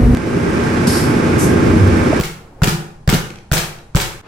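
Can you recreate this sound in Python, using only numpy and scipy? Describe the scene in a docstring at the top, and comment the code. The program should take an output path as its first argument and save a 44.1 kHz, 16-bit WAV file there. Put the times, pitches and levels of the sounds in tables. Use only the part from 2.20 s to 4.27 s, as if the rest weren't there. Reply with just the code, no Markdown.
"""A bare, echoing room, stereo microphone close to a desk with a mat on it.
A palm hammers five times on a steel tool that stands in a small plastic housing on the mat.
Each blow slaps the handle, thumps the desk and cracks the plastic; tool and loose parts jump and
clatter down again. The recorder's limiter ducks under the thumps. At the end the room's sound
drops away and fingers slide on the plastic."""
import sys
import numpy as np
from scipy import signal
from scipy.fft import rfft, irfft, next_fast_len
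from scipy.io import wavfile
from scipy.ndimage import uniform_filter1d, minimum_filter1d

SR = 44100
rng = np.random.default_rng(int(sys.argv[2]) if len(sys.argv) > 2 else 0)


def output_pcm(signal):
    """Save a mono or channel-first signal as 16-bit PCM at the path in sys.argv[1].

    Samples are clipped to [-1, 1] before scaling.
    """
    pcm = np.clip(np.atleast_2d(signal).T, -1, 1) * 32767
    wavfile.write(sys.argv[1], SR, np.round(pcm).astype(np.int16))


N = 91419
SCENE_S = np.arange(N) / SR
RING_S = np.arange(int(0.66 * SR)) / SR  # time axis of one ring or echo


def amp(db):
    """Decibels to gain."""
    return 10 ** (np.asarray(db) / 20)


def unit_rms(x):
    """The signal scaled to rms 1."""
    return x / np.sqrt(np.mean(x ** 2) + 1e-20)


def curve_at(points, hz):
    """Read (hz, value) points on a log frequency axis."""
    point_hz, values = np.transpose(points)
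    return np.interp(np.log(hz + 1), np.log(point_hz + 1), values)


def add(track, start_s, sound):
    """Mix a sound into the track from start_s on."""
    start = round(start_s * SR)
    part = sound[..., max(-start, 0):max(track.shape[-1] - start, 0)]
    track[..., max(start, 0):max(start, 0) + part.shape[-1]] += part


# How alike the microphone's two sides are: frequency_hz, correlation
STEREO_LIKENESS = [(60, 0.99), (150, 1), (300, 0.95), (640, 0.73), (1400, 0.27), (16000, 0)]

def noise(size, spectrum=None, tilt=0):
    """Stereo noise of rms 1, alike in the bass and unrelated in the treble; tilt in dB per octave."""
    fft_size = next_fast_len(size)
    hz = np.fft.rfftfreq(fft_size, 1 / SR)
    spread = np.arccos(np.clip(curve_at(STEREO_LIKENESS, hz), -1, 1)) / 2
    colour = amp(curve_at(spectrum, hz) + tilt * np.log2(hz + 150)) if spectrum else 1
    white = rfft(rng.standard_normal((2, fft_size)))
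    mid, side = irfft(white * colour * [np.cos(spread), np.sin(spread)], fft_size)[:, :size]
    return unit_rms(np.array([mid + side, mid - side]))


def burst(spectrum, tilt, t60_s, grain_db, rise_s):
    """A contact: dense, quickly damped ringing, broken into grains about a millisecond long."""
    t = RING_S[:SR // 10]
    grain_s = t[::SR // 1000]
    grains = unit_rms(amp(grain_db * np.interp(t, grain_s, rng.standard_normal(len(grain_s)))))
    envelope = amp(-60 * t / t60_s) * (1 - np.exp(-t / rise_s))
    return noise(len(t), spectrum, tilt) * grains * envelope


def ring(modes, attack_s):
    """Damped modes; heard away from the struck point, neighbours start in opposite directions."""
    swings = [(-1) ** k * amp(db - 60 * RING_S / t60_s) * np.sin(2 * np.pi * hz * RING_S)
              for k, (hz, db, t60_s) in enumerate(modes)]
    return -sum(swings) * (1 - np.exp(-RING_S / attack_s))


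# How long the bare room echoes: frequency_hz, t60_s
ROOM_DECAY = [(80, 0.41), (210, 0.83), (560, 0.61), (1470, 0.55), (3880, 0.42), (10200, 0.42),
              (16000, 0.33)]
# Bands the room favours: frequency_hz, gain_db
ROOM_COLOUR = [(180, 0), (260, -31.5), (350, 1), (480, 4.5), (650, -4), (800, 8), (1000, 2), (1300, 0),
               (2000, -1), (16000, 0)]
# First wall reflection at the microphone: left_delay_s, right_delay_s, gain_db
WALL_REFLECTION = [(0.0124, .0146, -12.5)]

def in_room(sound, wet_db):
    """The direct sound, a wall reflection, and a diffuse tail whose treble dies first."""
    hz, t, bands = signal.stft(noise(len(RING_S)), SR, nperseg=512)
    fading = amp(curve_at(ROOM_COLOUR, hz)[:, None] - 60 * t / curve_at(ROOM_DECAY, hz)[:, None])
    tail = signal.istft(bands * fading, SR, nperseg=512)[1][:, :len(RING_S)]
    tail *= 1 + np.tanh((RING_S - 0.010) / 0.006)  # reflections take a moment to pile up
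    response = amp(wet_db) * tail / np.linalg.norm(tail[0])
    response[:, 0] += 1  # direct path
    for left_s, right_s, db in WALL_REFLECTION:
        response[[0, 1], [round(left_s * SR), round(right_s * SR)]] += amp(db)
    return signal.fftconvolve(sound, response, axes=1)


# The five blows, close to the microphone:
# start_s, slap_db, knock_db, thump_db, boom_db, clack_db, bite_db, flight_s, clatter_db
PALM_BLOWS = [(-0.005, -11.5, -16, -2, -4, -13.5, -18, 0.04, -22),
              (0.4190, -15, -8, 6.5, 7, -9.5, -4.5, 0.053, -15),
              (0.8759, -5, -5.5, 8.5, 4.5, -13.5, -8.5, 0.049, -15),
              (1.3144, -7, -12, 5.5, 3, -11.5, -11.5, 0.053, -13.5),
              (1.7482, -10.5, -22, 7.5, -7.5, -15.5, -11.5, 0.052, -15.5)]
BLOW_S, SLAP_DB, KNOCK_DB, THUMP_DB, BOOM_DB, CLACK_DB, BITE_DB, FLIGHT_S, CLATTER_DB = zip(*PALM_BLOWS)
# Palm on the handle: frequency_hz, density_db
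SLAP_SPECTRUM = [(100, -7), (400, 3), (900, -7.5), (1450, 6.5), (2000, -8.5), (3000, -6), (4600, -4.5),
                 (7300, -10.5), (11000, -18.5), (16000, -8.5)]
# The hollow housing under the tool: pitch_hz, level_db, t60_s
HOUSING_MODES = [(1414, -2.5, 0.021), (2880, -31, 0.013), (4600, -27, 0.0098)]

def palm_slaps():
    """The palm slaps the end of the tool, and the housing below gives a hollow knock."""
    out = np.zeros((2, N))
    knock = np.tile(ring(HOUSING_MODES, attack_s=0.0003)[:SR // 10], (2, 1))
    for start_s, slap_db, knock_db in zip(BLOW_S, SLAP_DB, KNOCK_DB):
        slap = burst(SLAP_SPECTRUM, tilt=-2.25, t60_s=0.027, grain_db=2, rise_s=0.00059)
        add(out, start_s, amp(slap_db) * in_room(slap, wet_db=-1))
        add(out, start_s, amp(knock_db) * in_room(knock, wet_db=-6.5))
    return out


# Standing waves of the room, heard at the desk: pitch_hz, level_db, t60_s
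ROOM_MODES = [(123.6, -26, 0.47), (150.13, -22, 0.56), (166.5, -18, 0.36), (201.7, -33, 0.64),
              (346.3, -30, 0.62), (468, -42.5, 1), (574, -44.5, 0.75), (773, -40, 0.73), (822, -42, 0.94),
              (1200, -28, 0.51), (1375, -44, 0.32), (1580, -31, 0.31)]
# Woody clack of the desk board: frequency_hz, density_db
BOARD_SPECTRUM = [(120, -13), (220, 13.5), (340, 1), (460, 0.5), (570, 3), (800, -5), (1200, -7),
                  (2500, -16), (16000, -30)]

def thuds(hits, modes, attack_s, rumble_db, boom_delay_s=0.035, left_lag_s=0.00034):
    """Low knocks with a woody clack; each wakes the room's standing waves and a diffuse rumble."""
    thud = ring(modes, attack_s)
    boom = ring(ROOM_MODES, attack_s=0.0175)
    scatter_envelope = amp(-60 * RING_S / 0.5) * (1 - np.exp(-RING_S / 0.0011))
    out = np.zeros((2, N))
    for start_s, thud_db, boom_db, clack_db in hits:
        scatter = rng.standard_normal((2, len(RING_S))) * scatter_envelope
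        rumble = signal.fftconvolve(thud[None], scatter / np.linalg.norm(scatter[0]), axes=1)
        clack = burst(BOARD_SPECTRUM, tilt=0, t60_s=0.075, grain_db=-0.5, rise_s=0.0012)
        add(out, start_s, amp(thud_db) * thud)
        add(out, start_s, amp(thud_db + rumble_db) * rumble)
        add(out, start_s, amp(clack_db) * in_room(clack, wet_db=-11))
        add(out[0], start_s + boom_delay_s + left_lag_s, amp(boom_db) * boom)
        add(out[1], start_s + boom_delay_s, amp(boom_db) * boom)
    return out


# The desk with its mat, from close by: pitch_hz, level_db, t60_s
DESK_MODES = [(34.1, -25.5, 0.53), (62.6, 0.5, 0.038), (145.2, -0.5, 0.057), (190.2, -11, 0.071)]

def desk_thumps():
    """The desk top gives under each blow."""
    hits = zip(BLOW_S, THUMP_DB, BOOM_DB, CLACK_DB)
    return thuds(hits, DESK_MODES, attack_s=0.00015, rumble_db=-18.5)


# The room's background at the microphone: frequency_hz, density_db
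ROOM_NOISE_SPECTRUM = [(20, 9), (30, -1), (75, 3), (140, 3), (250, -6.5), (450, -20.5), (800, -11.5),
                       (1400, -25), (2500, -32), (5000, -32), (10000, -37), (16000, -67)]

def room_noise():
    """A quiet, steady noise, mostly bass."""
    return amp(-42) * noise(N, ROOM_NOISE_SPECTRUM)


# The housing splits, once per blow: start_s, level_db
HOUSING_SPLITS = [(0.0092, -10.5), (0.444, -10), (0.8997, -8.5), (1.3226, 1.5), (1.757, -4.5)]
# Splitting plastic, close up: frequency_hz, density_db
CRACK_SPECTRUM = [(200, 11), (800, 1.5), (2000, 6), (3500, 5.5), (5200, 0.5), (7300, 3), (10000, -5.5),
                  (16000, -7.5)]

def housing_cracks(bite_delay_s=0.0145):
    """Once the mat is pressed flat the tip bites with a crunch; the plastic splits in a bright snap."""
    out = np.zeros((2, N))
    for blow_s, db in zip(BLOW_S, BITE_DB):
        crunch = burst(CRACK_SPECTRUM, tilt=-1.7, t60_s=0.058, grain_db=5, rise_s=0.00057)
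        add(out, blow_s + bite_delay_s, amp(db) * in_room(crunch, wet_db=-3))
    for start_s, db in HOUSING_SPLITS:
        snap = burst(CRACK_SPECTRUM, tilt=5.2, t60_s=0.0089, grain_db=4, rise_s=0.0001)
        add(out, start_s, amp(db) * in_room(snap, wet_db=-1))
    return out


# Pieces ringing on the desk: start_s, pitch_hz, level_db, t60_s
PIECE_PINGS = [(0.034, 2170, -10, 0.015), (0.891, 2152, -6.5, 0.024), (1.588, 3910, -39.5, 0.046)]

def pings():
    """A jolted piece rings briefly at one pitch."""
    out = np.zeros((2, N))
    for start_s, hz, db, t60_s in PIECE_PINGS:
        ping = ring([(hz, db, t60_s)], attack_s=0.0015)[:SR // 10]
        add(out, start_s, in_room(np.tile(ping, (2, 1)), wet_db=-4))
    return out


# Small parts landing on the mat: frequency_hz, density_db
PARTS_SPECTRUM = [(150, 2), (400, -58), (650, -21), (900, -7.5), (1300, 3), (2300, 3.5), (3400, 3),
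                  (5200, 0), (7200, -2.5), (9000, -6.5), (12000, -8), (16000, -11)]

def clatter(contacts=4, first_gap_s=0.01, gap_ratio=0.7, step_db=0.59):
    """Thrown-up parts land and chatter, each contact sooner, shorter, brighter and peaking higher."""
    out = np.zeros((2, N))
    for contact_s, db in zip(np.add(BLOW_S, FLIGHT_S), CLATTER_DB):
        for k in range(contacts):
            tilt = -1.25 + 1.52 * k
            t60_s = 0.062 * 0.61 ** k
            contact = burst(PARTS_SPECTRUM, tilt, t60_s, grain_db=0, rise_s=0.00054)
            add(out, contact_s, amp(db + k * step_db) * in_room(contact, wet_db=0))
            contact_s += first_gap_s * gap_ratio ** k
    return out


# Thuds just after the first three blows: start_s, thud_db, boom_db, clack_db
AFTER_THUDS = [(0.0603, -22, -21, -39), (0.4735, 0.5, -0.5, -24.5), (0.9248, 6, -16, -16.5),
               (0.9412, 2, -20, -13)]
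# Low, short ring of the second thud that follows a blow: pitch_hz, level_db, t60_s
AFTER_THUD_MODES = [(153, -3, 0.062), (212.5, -8.5, 0.062), (325, -2.5, 0.021)]

def after_thuds():
    """A second thud with a softer onset follows close behind a blow."""
    return thuds(AFTER_THUDS, AFTER_THUD_MODES, attack_s=0.003, rumble_db=-15.5)


def friction(levels, spectrum):
    """Soft rubbing noise that follows a (time_s, level_db) curve and is silent outside it."""
    time_s, db = np.transpose(levels)
    return amp(np.interp(SCENE_S, time_s, db, left=-120, right=-120)) * noise(N, spectrum)


# The arm's swing near the microphone: time_s, level_db
ARM_SWING = [(0.1, -56), (0.25, -46), (0.38, -45.5), (0.43, -40)]
# Swish of the sleeve: frequency_hz, density_db
SLEEVE_SPECTRUM = [(150, -6), (450, -0.5), (1000, -11), (2000, -21), (5000, -42), (16000, -39)]

def sleeve_swish():
    """The sleeve rubs as the arm is raised and brought down for the second blow."""
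    return friction(ARM_SWING, SLEEVE_SPECTRUM)


# Ticks between the later blows: start_s, level_db
STRAIN_TICKS = [(1.1030, -22.5), (1.1568, -29.5), (1.1860, -33.5), (1.5870, -35)]
# One tick of the plastic: frequency_hz, density_db
TICK_SPECTRUM = [(500, -24), (1500, -3), (2300, 7.5), (4000, -1.5), (5800, -1), (8000, -10.5), (16000, -33)]

def housing_ticks():
    """The strained housing ticks under the resting tool."""
    out = np.zeros((2, N))
    for start_s, db in STRAIN_TICKS:
        tick = burst(TICK_SPECTRUM, tilt=0, t60_s=0.017, grain_db=-1.5, rise_s=0.00049)
        add(out, start_s, amp(db) * in_room(tick, wet_db=-4))
    return out


# The closing slide of the fingers, close and dry: time_s, level_db
FINGER_SLIDE = [(2.014, -64.5), (2.035, -47), (2.055, -43.5), (2.1, -28)]
# Fingers on plastic: frequency_hz, density_db
FINGER_SPECTRUM = [(59, -45), (100, -4), (481, -0.5), (768, -5), (1310, -6), (1760, -8), (2320, -12),
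                   (12700, -39), (16000, -53)]

def finger_slide():
    """Fingers slide on the plastic with a swelling rub."""
    return friction(FINGER_SLIDE, FINGER_SPECTRUM)


def scene(hush_s=2.013):
    """Hammering over room noise; both drop abruptly at hush_s, and the fingers take over."""
    hammering = desk_thumps() + after_thuds() + palm_slaps() + housing_cracks()
    hammering += housing_ticks() + clatter() + pings() + sleeve_swish()
    hush_db = np.interp(SCENE_S, [hush_s, hush_s + 0.0034], [0, -13])
    return amp(hush_db) * (hammering + room_noise()) + finger_slide()


def record(dry, ceiling=1.0, hold_s=0.0064, top_hz=15900):
    """The recorder's fast limiter ducks under the peaks, and a low-pass cuts the top treble."""
    width = int(hold_s * SR)
    needed_gain = np.minimum(1, ceiling / (np.abs(dry).max(axis=0) + 1e-9))
    limited = dry * uniform_filter1d(minimum_filter1d(needed_gain, width), width)
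    low_pass = signal.firwin(161, top_hz, window="blackman", fs=SR)
    return signal.fftconvolve(limited, low_pass[None], mode="same", axes=1)


dry = scene()
out = record(dry)
output_pcm(out)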